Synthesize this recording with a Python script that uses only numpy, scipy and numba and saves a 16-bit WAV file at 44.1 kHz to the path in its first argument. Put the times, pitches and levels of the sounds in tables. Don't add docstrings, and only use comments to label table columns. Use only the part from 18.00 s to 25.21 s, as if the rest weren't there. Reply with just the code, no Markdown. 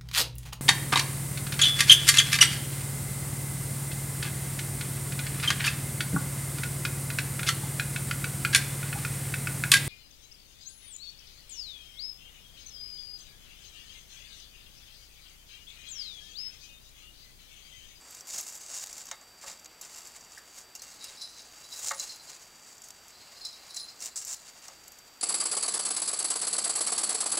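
import sys
import numpy as np
from scipy import signal
from scipy.fft import rfft, irfft
from scipy.io import wavfile
from scipy.ndimage import uniform_filter1d
from numba import njit

SR = 44100
rng = np.random.default_rng(int(sys.argv[2]) if len(sys.argv) > 2 else 0)


def inscribe(sig):
    pcm = np.round(np.clip(np.atleast_2d(sig).T, -1, 1) * 32767)
    wavfile.write(sys.argv[1], SR, pcm.astype(np.int16))


N = 317961
TIME = np.arange(N) / SR
STEPS = TIME[::32]
TINY = 1e-18


def undb(db):
    return 10 ** (np.asarray(db) / 20)


def unit(x):
    return x / np.sqrt(np.mean(x ** 2))


def decay_rate(t60_s):
    return np.log(1000) / t60_s


def colour(x, points):
    hz, db = np.transpose(points)
    size = 2048
    bins_hz = np.fft.rfftfreq(size, 1 / SR)
    gain_db = np.interp(np.log(bins_hz + 1), np.log(hz), db)
    cepstrum = irfft(gain_db * np.log(10) / 20)
    cepstrum[1:size // 2] *= 2
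    cepstrum[size // 2 + 1:] = 0
    impulse = irfft(np.exp(rfft(cepstrum)))
    return signal.fftconvolve(x, impulse)[..., :N]


def ring(x, hz, t60_s):
    r = np.exp(-decay_rate(max(t60_s, .002)) / SR)
    w = 2 * np.pi * hz / SR
    return signal.lfilter([0, np.sin(w)], [1, -2 * r * np.cos(w), r * r], x + TINY)


def walk(rate_hz):
    k = int(SR / rate_hz)
    held = np.repeat(rng.standard_normal(N // k + 1), k)
    return 0.72 * uniform_filter1d(held, k)[:N]


def grains(rate_hz, scatter_db, t60_s):
    happens = rng.random(N) < rate_hz / SR
    size_db = scatter_db * np.minimum(rng.exponential(size=N), 4)
    slips = happens * undb(2 * size_db)
    power = signal.lfilter([1], [1, -np.exp(-2 * decay_rate(t60_s) / SR)], slips)
    return unit(np.sqrt(power) * rng.standard_normal(N))


@njit
def band(x, hz, width_hz):
    y, b, l = np.empty(len(x)), 0., 0.
    for i in range(len(x)):
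        g, k = np.tan(np.pi * hz[i] / SR), width_hz / hz[i]
        v = (b + g * (x[i] - l)) / (1 + g * (g + k))
        b, l, y[i] = 2 * v - b, l + 2 * g * v, k * v
    return y


def above(x, hz):
    return signal.sosfilt(signal.butter(6, hz, "high", fs=SR, output="sos"), x)


def swell(s, db, rise, hold, fall):
    s, db, rise, hold, fall = (np.reshape(c, (-1, 1)) for c in (s, db, rise, hold, fall))
    before = np.maximum(s - STEPS, 0) / np.maximum(rise, .001)
    after = np.maximum(STEPS - s - hold, 0) / np.maximum(fall, .001)
    return undb(2 * (db - 20 * np.minimum(before + after, 5)))


# frequency in Hz, relative density in dB per Hz.
HISS_SPECTRUM = [(12, -30), (20, -4), (310, -0.5), (624, 0), (738, 2.5), (825, 1.5), (1120, -1),
                 (1220, 1.5), (1330, 0), (3530, -5), (4540, -9.5), (5680, -4), (7730, -13), (9400, -13),
                 (16000, -15.5)]
# frequency in Hz, rms level in dB, wavering in dB.
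HUM_AND_WHINE = [(58, -79.5, 6), (4680.5, -61.3, 1), (7655, -70.5, 2.5), (7714.5, -68.5, 2),
                 (14041, -71.3, .7)]
HISS_DB = -58


def camera():
    level_db = HISS_DB + .5 * walk(3.24)
    out = undb(level_db) * unit(colour(rng.standard_normal(N), HISS_SPECTRUM))
    for hz, db, waver_db in HUM_AND_WHINE:
        line = np.sin(2 * np.pi * (hz * TIME + rng.random()))
        out += np.sqrt(2) * undb(db + waver_db * walk(4.2)) * line
    return out


# frequency in Hz, relative gain in dB, t60 in seconds.
LOW_MODES = [(3820, 0, .09), (3890, 0, .09), (3968, 0, .1), (4060, 0, .1), (4140, 0, .09), (4210, 0, .08)]
MID_MODES = [(4470, -18, .03), (4777, -8, 0.011), (4900, -28, .04), (4980, -1, 0.076), (5190, -2, 0.024),
             (5330, -6.5, 0.039), (5800, -32, 0.027)]
HIGH_MODES = [(9390, 0, .09), (9712, 0, .1), (10090, 0, .09)]
# time in seconds, low drive in dB, low mode favoured in Hz,
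# high drive in dB, high mode favoured in Hz. The low drive also feeds the mid modes.
METAL_CLINKS = [(2.7931, -48.5, 4240, -57, 9320), (3.0091, -42, 3870, -60, 9990),
                (3.0365, -36, 3950, -47, 9500), (3.073, -44, 3820, -66, 9350),
                (3.1727, -42.5, 3970, -54, 9600), (3.2167, -29.5, 4020, -47, 9850),
                (3.2494, -43, 3900, -54, 9730), (3.296, -48, 3970, -63, 9900),
                (3.345, -48, 4040, -62, 9900), (3.3916, -40.5, 3940, -57, 9750),
                (3.6416, -43, 3970, -60, 10000), (3.7257, -34, 3980, -60, 9910),
                (3.8771, -37, 4110, -62, 9700), (3.945, -79, 3940, -43, 9700),
                (3.999, -31.5, 4024, -57, 9700), (4.093, -34.5, 4170, -50, 9750),
                (4.125, -46, 4090, -59, 10000), (4.197, -45, 4110, -61, 9730),
                (4.28, -45.5, 4180, -66, 9290), (4.32, -51, 4050, -69, 9750),
                (5.204, -51, 4220, -67, 10200), (5.3644, -45.5, 4130, -65, 9700),
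                (5.4086, -42, 4200, -52, 9800), (5.45, -29, 4050, -56, 10200),
                (5.527, -40.5, 3875, -56.5, 9570), (5.705, -37.5, 3960, -49, 9700),
                (5.7453, -42, 4200, -49, 10100), (5.769, -31, 4024, -43, 9950),
                (5.798, -33, 4110, -45.5, 9540), (5.885, -40.5, 4130, -72, 10100),
                (6.355, -48, 4120, -67.5, 10200)]
# start in seconds, end in seconds, low drive in dB, high drive in dB.
HAND_SPELLS = [(2.902, 3.47, -64.5, -84), (3.605, 4.37, -72, -71), (5.13, 5.96, -61, -76),
               (5.994, 6.393, -62, -74)]
SPELL_EDGE_S = 0.022
REST_HZ = (4130, 9700)
TREMBLE_DB = (-11.5, -8)
TREMBLE_SWELL_S, TREMBLE_FADE_S = 0.032, 0.11


def mode_shares(modes, hz, reach_hz):
    near = np.array([np.exp(-((mode_hz - hz) / reach_hz) ** 2) + 0.017 for mode_hz, _, _ in modes])
    return near / np.sqrt(np.sum(near ** 2, axis=0))


def metal_modes(modes, high, reach_hz):
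    s, *clink = np.transpose(METAL_CLINKS)
    start, end, *spell_db = np.transpose(HAND_SPELLS)
    db, favoured_hz = clink[2 * high], clink[2 * high + 1]
    share = mode_shares(modes, favoured_hz, reach_hz)
    rest_share = mode_shares(modes, REST_HZ[high], 3 * reach_hz)

    spell = swell(start, spell_db[high], SPELL_EDGE_S, end - start, SPELL_EDGE_S).sum(axis=0)
    power = share ** 2 @ swell(s, db + TREMBLE_DB[high], TREMBLE_SWELL_S, 0, TREMBLE_FADE_S)
    power += np.outer(rest_share ** 2, spell)
    level = np.array([np.interp(TIME, STEPS, np.sqrt(p)) for p in power])
    touch = grains(600, 1.6, 0.0039) * level

    blows = np.full(touch.shape, TINY)
    blows[:, (s * SR).astype(int)] = undb(db) * share
    chatter = signal.lfilter([1], [1, -np.exp(-1 / (0.012 * SR))], blows)
    touch += undb(-2.5) * chatter * rng.standard_normal(N)

    out = np.zeros(N)
    for push, (hz, gain_db, t60_s) in zip(touch, modes):
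        evened = np.sqrt(28 / (t60_s * SR))
        out += undb(gain_db) * evened * ring(push, hz, t60_s)
    return out


def tinkle():
    low = metal_modes(LOW_MODES, False, 45)
    mid = metal_modes(MID_MODES, False, 5500)
    high = metal_modes(HIGH_MODES, True, 130)
    return above(low + mid + high, 3880)


# frequency in Hz, gain under a knock in dB, free t60 in seconds.
TUB_MODES = [(548, 1, 0.47), (725, 4, 0.062), (878, 0, 0.12), (1099, 5, 0.08), (1217, 8, 0.044),
             (1327, 4.5, 0.069), (1517, 8.5, 0.029), (1710, 12, 0.024), (1924, 10.5, 0.027),
             (2153, 7, 0.076), (2368, -10, 0.03), (2768, -3, 0.075), (3783, 16, 0.036)]
# time in seconds, drive in dB, favoured pitch in Hz, spread in octaves,
# share of the free ring time.
FLOOR_KNOCKS = [(1.113, -32, 1530, 1.9, 0.52), (1.214, -45.5, 1130, 1.1, 0.28),
                (1.437, -38, 910, 0.82, 0.46), (2.375, -37, 1720, 0.2, 0.55),
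                (2.752, -47.5, 2780, .12, 0.56), (3.042, -56, 2280, 0.27, .8),
                (3.9094, -22, 1150, 1.06, 0.55), (3.995, -49, 2780, 0.11, 0.76),
                (6.059, -51, 2780, 0.13, 0.69), (6.684, -38, 870, 0.88, 0.37)]


def knocks():
    out, t = np.zeros(N), TIME[:SR // 4]
    for s, db, centre_hz, octaves, free in FLOOR_KNOCKS:
        push = 0.053 * rng.standard_normal(len(t)) * np.exp(-t / 0.023)
        push[0] = 1
        crack_noise = rng.standard_normal(len(t)) * np.exp(-np.minimum(t / 0.0043, 40))
        crack = 0.11 * octaves * ring(crack_noise, 2500, 0.002)
        thud_noise = rng.standard_normal(len(t)) * np.exp(-t / (0.032 * free))
        thud = 0.035 * octaves * ring(thud_noise, centre_hz, 0.0034)
        hit = np.zeros(len(t))
        for k, (hz, mode_db, t60_s) in enumerate(TUB_MODES):
            distance = np.log2(hz / centre_hz) / octaves
            gain = undb(mode_db - 6.1 * distance ** 2)
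            hit += (-1) ** k * gain * ring(push, hz, free * t60_s)
        i = int(s * SR)
        out[i:i + len(t)] += undb(db) * above(hit / np.abs(hit).max() + crack + thud, 540)
    return out


# frequency in Hz, relative density in dB per Hz.
CLAW_SPECTRUM = [(2500, -55.5), (4000, -18.5), (4900, -13), (5300, -6), (5800, -4), (6900, -3), (7700, -1),
                 (8400, -7), (9000, -8.5), (11000, -22), (14000, -24)]
TREBLE_SPECTRUM = [(8000, -58.5), (10000, -1), (11800, 6.5), (13000, 7.5), (14500, -3), (16000, -10)]
# time in seconds, drive in dB, brightest pitch in Hz, treble in dB re drive.
CLAW_TICKS = [(0.107, -37.5, 8100, -9), (0.1484, -31.5, 7300, -14), (0.188, -44, 7500, -25),
              (0.208, -30, 6050, -20), (0.2707, -37, 7100, -14), (0.3822, -22, 6600, -14),
              (0.4093, -24.5, 6900, -13), (0.5527, -29.5, 7500, -16), (0.574, -34, 7480, -15),
              (0.523, -41, 7300, -18), (0.6155, -38, 7850, -14.5), (0.861, -36, 7120, -10),
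              (0.929, -29, 7550, -19), (0.953, -48, 7500, -21), (0.9807, -35, 7500, -10),
              (1.055, -34, 6960, -13), (1.068, -34, 7000, -18), (1.0895, -33, 6070, -24),
              (1.1138, -20.5, 6800, -32), (1.2121, -42, 7600, -28), (1.514, -36, 7860, -19),
              (1.595, -37, 7600, -16), (1.646, -35.5, 6850, -20), (1.6581, -35, 7160, -22),
              (1.813, -26.5, 7750, -15), (1.9858, -32, 7400, -28.5), (2.0716, -32.5, 7500, -16),
              (2.16, -39.5, 7170, -18), (2.2094, -37, 6950, -21), (2.2468, -43.5, 7290, -26),
              (2.32, -35, 7340, -28), (2.38, -30, 5730, -33), (2.7522, -28.5, 6350, -15),
              (2.794, -37, 7650, -31), (2.82, -27, 6270, -19), (3.042, -27.5, 8340, -12.5),
              (3.2161, -29, 5500, -28), (3.419, -35, 6900, -29), (3.6431, -40, 6780, -30),
              (3.857, -35.5, 7460, -24), (3.891, -19.5, 7200, -40), (3.946, -31, 7300, -21),
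              (3.9973, -19, 7360, -24), (4.1589, -38, 7000, -12), (4.301, -38, 7100, -17),
              (4.7805, -39, 7540, -24), (4.8189, -32.5, 7000, -16.5), (4.8853, -34, 7000, -17),
              (5.082, -37, 6600, -14.5), (5.4526, -22, 5240, -42), (5.7057, -36, 5600, -24),
              (5.7453, -31, 7660, -23), (5.7678, -24.5, 7460, -31), (5.9585, -40, 6700, -27),
              (5.9938, -39, 6600, -27), (6.0048, -30, 6500, -20), (6.0226, -21, 5440, -28),
              (6.058, -23.5, 7740, -19), (6.162, -28, 6830, -23), (6.2496, -28.5, 7700, -11),
              (6.3328, -34, 7100, -24), (6.6822, -26, 6230, -29), (6.838, -42.5, 7500, -13),
              (6.8802, -36.5, 7950, -8), (6.9193, -39, 7800, -7.5), (6.987, -38.5, 7340, -10.5)]
TICK_T60_S = 0.032


def ticks():
    body, treble = np.zeros(N), np.zeros(N)
    t = TIME[:SR // 10]
    for s, db, hz, treble_db in CLAW_TICKS:
        noise = rng.standard_normal(len(t))
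        noise[:2] = 1.8, -1.8
        tail = noise * np.exp(-decay_rate(TICK_T60_S) * t)
        crack = 0.8 * noise * np.exp(-np.minimum(t / 0.00021, 40))
        burst = tail + crack
        pitched = burst + undb(-13.5) * ring(burst, hz, 0.002)
        i = int(s * SR)
        n = min(len(t), N - i)
        body[i:i + n] += undb(db) * pitched[:n]
        treble[i:i + n] += undb(db + treble_db) * tail[:n]
    return undb(-0.5) * colour(body, CLAW_SPECTRUM) + undb(0.5) * colour(treble, TREBLE_SPECTRUM)


# frequency in Hz, relative density in dB per Hz.
RUB_SPECTRUM = [(300, -18), (600, 0), (1100, -1.5), (1700, -0.5), (2800, 1), (3300, 0), (3800, -3.5),
                (4600, 6), (5100, 0.5), (6000, -26.5)]
# time of full pressure in seconds, level in dB, swell in seconds per 20 dB,
# hold in seconds, fade in seconds per 20 dB, brightest pitch in Hz, treble in dB re level,
# tub floor in dB re level before a fixed lift. 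Swells and fades below 1 ms, negative too, act as 1 ms.
CLAW_STROKES = [(0.155, -45.5, .2, 0.013, 0.1, 7600, -14, -9.5),
                (0.272, -46.5, -0.04, 0.034, 1, 7200, -8, -12),
                (0.311, -36.5, 0.03, 0.086, 0.03, 6800, -15.5, -12.5),
                (0.417, -44.5, -0.4, .075, .08, 7000, -15, -14.5),
                (0.51, -53.5, 0.3, .075, 0.2, 7100, -16, -8),
                (0.608, -46.5, -0.2, 0.13, 0.24, 6170, -20, -11.5),
                (0.751, -43, 0.18, 0.091, -0.09, 7000, -15, -12),
                (0.861, -47, -0.07, 0.15, 0.11, 7240, -15.5, -9.5),
                (1.058, -52, -0.05, 0.037, 0.06, 6700, -13, -2),
                (1.413, -48, -0.02, 0.092, 0.1, 7200, -14, -6),
                (1.658, -50, -0.08, .005, -0.28, 6970, -19.5, 1),
                (1.812, -46.5, -0.03, 0.0027, 0.14, 7110, -15, -7.5),
                (1.93, -46, 0.14, .005, 0.32, 7300, -12.5, -8),
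                (2.122, -59.5, 0.5, 0.093, 0.1, 6940, -17, -5.5),
                (2.336, -54.5, 0.16, .005, .35, 7070, -12.5, -6.5),
                (2.58, -46.5, 0.1, 0.0062, 0.05, 6600, -13.5, -10.5),
                (2.751, -42.5, -0.05, 0.0081, .02, 6620, -20, -15.5),
                (2.817, -49, -0.18, .005, .48, 6500, -14, -7),
                (3.046, -51, .14, .005, 0.42, 6960, -21, -3.5), (3.22, -56, 0, .005, 0.6, 5420, -27, -15),
                (3.4, -55, 0.1, .005, 0.1, 6760, -21, -5), (3.54, -53.5, 0.13, .1, 1.5, 6700, -12, -5),
                (3.773, -46, 0.14, 0.045, -0.06, 6400, -8, -11.5),
                (3.873, -36, 0.17, 0.047, -0.04, 7100, -14.5, -12),
                (4.011, -39.5, 0.1, 0.0046, .14, 6600, -16, -10.5),
                (4.13, -57, 0.9, 0.05, 1, 6730, -14, -6.5), (4.263, -54, 0, 0.044, 0.27, 6760, -19, -7),
                (4.693, -51.5, 0.3, .005, 0.1, 7140, -18, -11),
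                (4.835, -44.5, -0.14, .003, 0.07, 6660, -18, -15),
                (4.905, -42.5, -0.05, 0.0043, -0.01, 6760, -13.5, -12),
                (5.105, -56.5, 0.3, .005, 0, 7050, -17, -7), (5.293, -59.5, 0.6, 0.11, 3, 6700, -15, -2),
                (5.447, -45, -0.01, .005, 0.11, 6760, -22, -10.5),
                (5.761, -42.5, -0.03, .005, 0.1, 7050, -18, -13.5),
                (6.027, -38, 0.03, 0.041, 0.01, 7100, -17, -12.5),
                (6.071, -51, -0.28, .02, -0.07, 7000, -12, -5),
                (6.157, -33, -0.06, 0.015, .11, 7540, -29, -19.5),
                (6.209, -43.5, -0.06, 0.021, 0.04, 6950, -3, -1.5),
                (6.258, -39, 0, 0.086, 0.01, 7200, -17, -15.5),
                (6.353, -56, -0.1, 0.031, .2, 6900, -19, -6), (6.452, -58.5, 0, 0.19, 0.9, 6750, -19, -6),
                (6.654, -53, 0.16, 0.0042, -0.26, 6600, -15, -3)]
# level in dB, brightest pitch in Hz, treble and tub floor as in the strokes.
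FAINT_SHUFFLE = (-67.5, 7200, -23, -1.5)
LINGER_DB, LINGER_S = -9, .09
FLOOR_LIFT_DB = 1.5


def drag():
    s, db, rise, hold, fall, *columns = np.transpose(CLAW_STROKES)
    shuffle_db, *shuffle_columns = FAINT_SHUFFLE
    power, rest = swell(s, db, rise, hold, fall), undb(2 * shuffle_db)
    keep = undb(-40 * STEPS[1] / LINGER_S)
    power += undb(2 * LINGER_DB) * signal.lfilter([1 - keep], [1, -keep], power)
    total = power.sum(axis=0) + rest
    level_db = np.interp(TIME, STEPS, 10 * np.log10(total))

    def blend(column, at_rest):
        return np.interp(TIME, STEPS, (column @ power + at_rest * rest) / total)

    bright_hz, treble_db, floor_db = map(blend, columns, shuffle_columns)

    slips = grains(1500, 2.1, 0.019) * undb(4.2 * walk(45))
    slips = slips + undb(-8.5) * grains(90, 2.8, 0.0067)
    resonance = undb(0.5) * band(slips, bright_hz, 320.0)
    claw = unit(colour(slips + resonance, CLAW_SPECTRUM))
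    treble = unit(colour(slips, TREBLE_SPECTRUM))
    rub = unit(colour(slips, RUB_SPECTRUM))
    hum = unit(sum(hz / 1000 * ring(slips, hz, t60_s) for hz, _, t60_s in TUB_MODES))
    floor = unit(rub + 0.49 * hum)
    layers = claw + undb(treble_db) * treble + undb(floor_db + FLOOR_LIFT_DB) * floor
    return undb(level_db) * layers


def scene():
    mono = drag() + ticks() + knocks() + tinkle() + camera()
    return np.tile(mono, (2, 1))


TOP_HZ = 15750


def record(dry):
    return signal.sosfilt(signal.ellip(10, .2, 60, TOP_HZ, fs=SR, output="sos"), dry)


dry = scene()
out = record(dry)
inscribe(out)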